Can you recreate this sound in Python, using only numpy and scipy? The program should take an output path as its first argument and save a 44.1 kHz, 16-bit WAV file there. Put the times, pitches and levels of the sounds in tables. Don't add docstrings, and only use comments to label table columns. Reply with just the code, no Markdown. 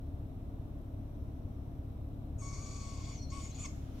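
import sys
import numpy as np
from scipy import signal
from scipy.fft import rfft, irfft
from scipy.io import wavfile

SR = 44100
rng = np.random.default_rng(int(sys.argv[2]) if len(sys.argv) > 2 else 0)


def put_to_file(sound):
    columns = np.atleast_2d(sound).T
    safe = np.clip(columns, -1, 1)
    whole_steps = np.round(safe * 32767)
    wavfile.write(sys.argv[1], SR, whole_steps.astype(np.int16))


N = 176400
TIME, FREQS = np.arange(N) / SR, np.arange(N // 2 + 1) * SR / N

# time_s, pitch_hz, level_db, roughness, overtone_boost_db
VOICE_CURVE = [(2.39, 1250, -77, 0.87, 8), (2.414, 1224, -66, 0.93, -4), (2.422, 1115, -54, 0.19, -5),
               (2.5, 1115, -59, 0.42, 1), (2.58, 1115, -58.5, 0.56, -1), (2.615, 1155, -58, 0.38, -3),
               (2.85, 1120, -58.5, 0.35, -6), (3.01, 1095, -60, 0.47, -8), (3.045, 1090, -75, 0.9, 9),
               (3.085, 1100, -56.5, 0.53, -6), (3.12, 1105, -60.5, 0.45, 0.5), (3.17, 1090, -80, 0.71, 10),
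               (3.3, 1080, -90, 0.55, 5), (3.326, 1095, -51, 0, -5), (3.36, 1117, -52, 0.22, -6),
               (3.41, 1100, -54, 0.1, -15), (3.455, 1070, -70.5, 0.53, 12), (3.53, 1100, -94, 0.96, 0),
               (3.595, 1190, -62.5, 0.37, -1), (3.635, 1220, -66, 0.5, 7), (3.646, 1177, -50, .3, -4.5),
               (3.662, 1060, -55.5, 0.28, 10.5), (3.675, 1050, -80, 0.3, 4)]
# harmonic_number, level_db
VOICE_HARMONICS = [(1, 0), (2, -3.5), (3, -23.5), (4, -14.5), (5, -3.5), (6, -16), (7, -17.5), (8, -18.5)]
VOICE_JITTER, VOICE_SHIMMER, JITTER_HZ = .055, .8, 250
# time_s, pitch_hz, level_db, roughness
WHISTLE_CURVE = [(2.381, 6710, -71, 0.2), (2.388, 6830, -62, 0.3), (2.416, 6340, -55.5, 0.23),
                 (2.426, 6700, -64, 0.65), (2.44, 6596, -57, 0.34), (2.475, 6710, -55.5, 0.66),
                 (2.505, 6244, -62, 1.1), (2.55, 6450, -55, 1.02), (2.595, 6595, -64, 0.77),
                 (2.635, 6640, -54.5, 0.26), (2.68, 6730, -60, 0.22), (2.8, 6720, -61, 0.3),
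                 (2.96, 6650, -76, 0.7), (3.02, 7190, -72, 0.1), (3.08, 7030, -66, 0.25),
                 (3.122, 6950, -65, 0.21), (3.148, 6430, -59, 0.2), (3.168, 6320, -60, 0.06),
                 (3.188, 5766, -57, 0.24), (3.21, 5740, -71, 0.16), (3.228, 5800, -53.5, 0.2),
                 (3.245, 5540, -66, 0.34), (3.295, 5640, -97, 0.33), (3.303, 6450, -59, .2),
                 (3.318, 7100, -82, 0.7), (3.39, 7050, -72, 0.88), (3.44, 6870, -55, 0.24),
                 (3.478, 6680, -56, .35), (3.487, 7440, -65, 0.27), (3.502, 6660, -58, 0.2),
                 (3.517, 6090, -58, 0.23), (3.538, 6400, -96, 0.04), (3.546, 6770, -57, 0),
                 (3.563, 6900, -58, .1), (3.578, 6470, -64, 0.3), (3.596, 6960, -50, 0.28),
                 (3.62, 7180, -51, 0.2), (3.636, 7070, -48.5, 0.18), (3.648, 6404, -53, 0.9),
                 (3.66, 6600, -46, 0.6), (3.666, 6140, -90, .9)]
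WHISTLE_JITTER, WHISTLE_SHIMMER, WHISTLE_FLUTTER_HZ = .034, .77, 384
WHISTLE_BEAT, WHISTLE_FRINGE, FRINGE_WIDTH_HZ = .18, .5, 610
# time_s, pitch_hz, level_db
SQUEAK_CURVE = [(3.18, 4295, -77), (3.195, 4293, -60.5), (3.255, 4320, -58), (3.276, 3970, -77),
                (3.293, 4250, -60), (3.32, 4310, -87), (3.5, 3960, -90), (3.518, 3952, -61),
                (3.54, 4240, -66), (3.56, 3980, -75)]
SQUEAK_JITTER, SQUEAK_OCTAVE_DB = .004, -20
# time_s, low_db, middle_db, treble_db
RASP_FADERS = [(2.385, -88, -88, -73), (2.41, -82, -75, -64), (2.43, -74, -63, -63),
               (2.47, -73, -57.5, -70), (2.7, -67, -56, -68.5), (2.97, -64.5, -57.5, -70),
               (3.051, -63, -58, -80), (3.09, -64, -58, -68), (3.16, -61.5, -60, -89),
               (3.21, -74, -72, -88), (3.28, -80, -93, -93), (3.305, -75, -52.5, -85),
               (3.33, -61.5, -60, -64), (3.4, -60.5, -55, -62), (3.46, -62.5, -60, -68),
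               (3.52, -67, -69, -93), (3.57, -62, -60, -79), (3.61, -59.5, -61, -62),
               (3.64, -56.5, -61, -68), (3.658, -52, -60, -62), (3.677, -77, -56, -66)]
# frequency_hz, density_db
RASP_LOW_COLOUR = [(1000, -5), (1800, -29), (2050, -2), (2330, 3), (2850, -2), (3350, -0.5), (3900, -10.5),
                   (4500, -15), (6000, -34)]
RASP_MIDDLE_COLOUR = [(3000, -30), (3950, -12), (4300, 1), (4600, 4), (5000, -5), (5550, -1), (6100, -1),
                      (6700, 3), (7300, -5), (8000, -20), (12000, -45)]
RASP_TREBLE_COLOUR = [(6000, -52), (7000, -24), (7700, 10.5), (8300, 5), (8950, 5), (9500, -4), (10300, -9),
                      (13000, -20), (16000, -44)]
RASP_PULSING, RASP_FLUTTER_DB, RASP_FLUTTER_HZ = .5, 1, 70
VOICE_TRIM_DB, SQUEAK_TRIM_DB, RASP_TRIM_DB = -1.2, -1, -2
NEAR_TONE_SEND_DB, NEAR_RASP_SEND_DB, FOREST_SEND_DB = -12, -2, -6.5

# time_s, speed_hz
ENGINE_IDLE = [(0, 17.54), (.9, 17.53), (1.35, 17.6), (2.1, 17.65), (2.6, 17.62), (4, 17.61)]
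# harmonic_number, level_db
ENGINE_HARMONICS = [(1, -9), (2, 1.5), (3, -8.5), (4, 3), (5, -5.5), (6, 0.5), (7, -27), (8, -4), (9, -17),
                    (10, -15), (11, -44.5), (12, -13), (13, -11), (14, -34), (15, -9), (16, -16.5),
                    (17, -10.5), (18, -31), (19, -23)]
ENGINE_TRIM_DB, ENGINE_SHIMMER, ENGINE_SMEAR_HZ, FIRST_FIRING_S = -51, .15, 185, .0305
# time_s, level_db
RUSTLE_FADER = [(3.0, -100), (3.4, -68.5), (3.85, -67.5), (3.95, -67), (4.0, -61)]
SIZZLE_FADER = [(.7, -100), (1.15, -87), (1.7, -89), (2.0, -100)]
# frequency_hz, density_db
RUSTLE_SPECTRUM = [(500, -4), (1300, 4), (2000, -3), (3500, 0), (4700, -7), (5800, -2), (8000, -14),
                   (12500, -10), (15000, -21)]
SIZZLE_SPECTRUM = [(4800, -52), (5450, 3), (5750, -4), (6000, 6), (6600, -60)]
RUMBLE_SPECTRUM = [(20, -35), (35, -14.5), (60, 0), (90, 3.5), (130, -5), (190, -11.5), (270, -5.5),
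                   (380, -16), (520, -19), (660, -16), (850, -25.5), (1200, -30.5), (1600, -41),
                   (3000, -69.5)]
HISS_SPECTRUM = [(1000, 1), (2000, 5), (3200, 3.5), (3950, 3.5), (4400, -4.5), (5200, -4), (5700, -0.5),
                 (6300, -7), (8000, -6), (11200, -7.5), (11900, 1.5), (12950, 1.5), (13250, -13.5),
                 (16000, -6.5)]
# frequency_hz, correlation (clipped to 0-0.995 in use)
STEREO_LIKENESS = [(60, 0.81), (130, 0.95), (290, 0.86), (640, 0.42), (1410, -0.78), (3100, -3.5),
                   (6820, 0.01), (15000, 0.11)]
# frequency_hz, left_minus_right_db
OWL_BALANCE = [(950, 1), (1250, 16.5), (1500, 7), (2250, -11), (3200, 0.5), (4400, 8), (5600, -4),
               (6600, 14.5), (7300, -12), (8050, 39), (8700, 0), (11000, 20)]
BACKGROUND_BALANCE = [(60, 1.6), (300, 0.7), (700, 1.5), (1300, -4.5), (2000, -3), (3800, 4.5),
                      (5700, -1.5), (7500, 10.5), (10000, 3.5), (12400, 11.5), (15000, -4)]


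def owl_voice():
    hz, db, rough, boost_db = in_time(VOICE_CURVE)
    cycle = phase_of(hz * (1 + VOICE_JITTER * rough * drift(JITTER_HZ)))
    voice = 0
    for k, harmonic_db in VOICE_HARMONICS:
        gain = from_db(harmonic_db + boost_db * (k > 1))
        partial = np.sin(k * cycle + rng.uniform(0, 2 * np.pi))
        voice += gain * partial * shimmer(VOICE_SHIMMER * rough, JITTER_HZ)
    return np.sqrt(2) * from_db(db + VOICE_TRIM_DB) * gate(VOICE_CURVE) * voice, cycle


def owl_whistle(voice_cycle):
    hz, db, rough = in_time(WHISTLE_CURVE)
    phase = phase_of(hz * (1 + WHISTLE_JITTER * rough * drift(WHISTLE_FLUTTER_HZ)))
    tone = np.sin(phase) * shimmer(WHISTLE_SHIMMER * rough, WHISTLE_FLUTTER_HZ)
    beat = 1 + WHISTLE_BEAT * np.sin(voice_cycle)
    fringe = WHISTLE_FRINGE * drift(FRINGE_WIDTH_HZ) * np.cos(phase)
    return np.sqrt(2) * from_db(db) * gate(WHISTLE_CURVE) * (tone * beat + fringe)


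def owl_squeak():
    hz, db = in_time(SQUEAK_CURVE)
    phase = phase_of(hz * (1 + SQUEAK_JITTER * drift(JITTER_HZ)))
    tone = np.sin(phase) + from_db(SQUEAK_OCTAVE_DB) * np.sin(2 * phase)
    return np.sqrt(2) * from_db(db + SQUEAK_TRIM_DB) * gate(SQUEAK_CURVE) * tone


def owl_rasp(voice_cycle):
    puffs = 1 + RASP_PULSING * np.sin(voice_cycle)
    flutter = from_db(RASP_FLUTTER_DB * drift(RASP_FLUTTER_HZ))
    breath = puffs * flutter * rng.standard_normal(N)
    colours = RASP_LOW_COLOUR, RASP_MIDDLE_COLOUR, RASP_TREBLE_COLOUR
    bands = [from_db(db) * coloured(breath, colour) for db, colour in zip(in_time(RASP_FADERS), colours)]
    return from_db(RASP_TRIM_DB) * gate(RASP_FADERS) * sum(bands)


def tree_reverb(x, t60_s):
    echoes = rng.standard_normal((2, SR)) * from_db(-60 * TIME[:SR] / t60_s)
    echoes /= np.sqrt(np.sum(echoes ** 2, axis=1, keepdims=True))
    return signal.fftconvolve(x[None], echoes, axes=1)[:, :N]


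def engine_throb():
    speed_hz, = in_time(ENGINE_IDLE)
    cycle = phase_of(speed_hz) - 2 * np.pi * speed_hz[0] * FIRST_FIRING_S
    throb = 0
    for k, db in ENGINE_HARMONICS:
        smear = rng.standard_normal() * (k * speed_hz[0] / ENGINE_SMEAR_HZ) ** 2
        throb += from_db(db) * shimmer(ENGINE_SHIMMER, rate_hz=4.4) * np.sin(k * cycle + smear)
    return np.sqrt(2) * from_db(ENGINE_TRIM_DB) * throb


def noise_bed(spectrum, level_db):
    alike = np.clip(per_hz(STEREO_LIKENESS), 0, .995)
    mid = rfft(coloured(rng.standard_normal(N), spectrum)) * np.sqrt((1 + alike) / 2)
    side = rfft(coloured(rng.standard_normal(N), spectrum)) * np.sqrt((1 - alike) / 2)
    return from_db(level_db) * irfft(np.array([mid + side, mid - side]), N)


def from_db(db):
    return 10 ** (np.asarray(db) / 20)


def rms_one(x):
    return x / np.sqrt(np.mean(x ** 2) + 1e-20)


def in_time(curve):
    time_s, *columns = np.transpose(curve)
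    return [np.interp(TIME, time_s, column) for column in columns]


def gate(curve):
    return (TIME > curve[0][0]) & (TIME < curve[-1][0])


def per_hz(points):
    hz, value = np.transpose(points)
    return np.interp(np.log(FREQS + 1e-9), np.log(hz), value)


def coloured(x, spectrum):
    return rms_one(irfft(rfft(x) * from_db(per_hz(spectrum)), N))


def drift(rate_hz):
    return rms_one(irfft(rfft(rng.standard_normal(N)) / (1 + (FREQS / rate_hz) ** 2), N))


def shimmer(depth, rate_hz):
    return (1 + depth * drift(rate_hz)) / np.sqrt(1 + depth ** 2)


def phase_of(hz):
    return 2 * np.pi * np.cumsum(hz) / SR


def panned(x, balance):
    gains = from_db(per_hz(balance) / 2 * np.array([[1], [-1]]))
    return irfft(rfft(x) * gains / np.sqrt(np.mean(gains ** 2, axis=0)), N)


def scene():
    voice, cycle = owl_voice()
    tones = voice + owl_whistle(cycle) + owl_squeak()
    rasp = owl_rasp(cycle)
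    near_send = from_db(NEAR_TONE_SEND_DB) * tones + from_db(NEAR_RASP_SEND_DB) * rasp
    near = tree_reverb(near_send, t60_s=.06)
    forest = from_db(FOREST_SEND_DB) * tree_reverb(tones + rasp, t60_s=.48)
    screech = tones + rasp + near + forest
    rustle = noise_bed(RUSTLE_SPECTRUM, in_time(RUSTLE_FADER)[0])
    sizzle = noise_bed(SIZZLE_SPECTRUM, in_time(SIZZLE_FADER)[0])
    throb = engine_throb()
    rumble = noise_bed(RUMBLE_SPECTRUM, level_db=-46.5)
    hiss = noise_bed(HISS_SPECTRUM, level_db=-73)
    background = throb + rumble + hiss + rustle + sizzle
    return panned(screech, OWL_BALANCE) + panned(background, BACKGROUND_BALANCE)


def record(dry):
    cutoff_hz = 15800
    return irfft(rfft(dry) / np.sqrt(1 + (FREQS / cutoff_hz) ** 200), N)


dry = scene()
out = record(dry)
put_to_file(out)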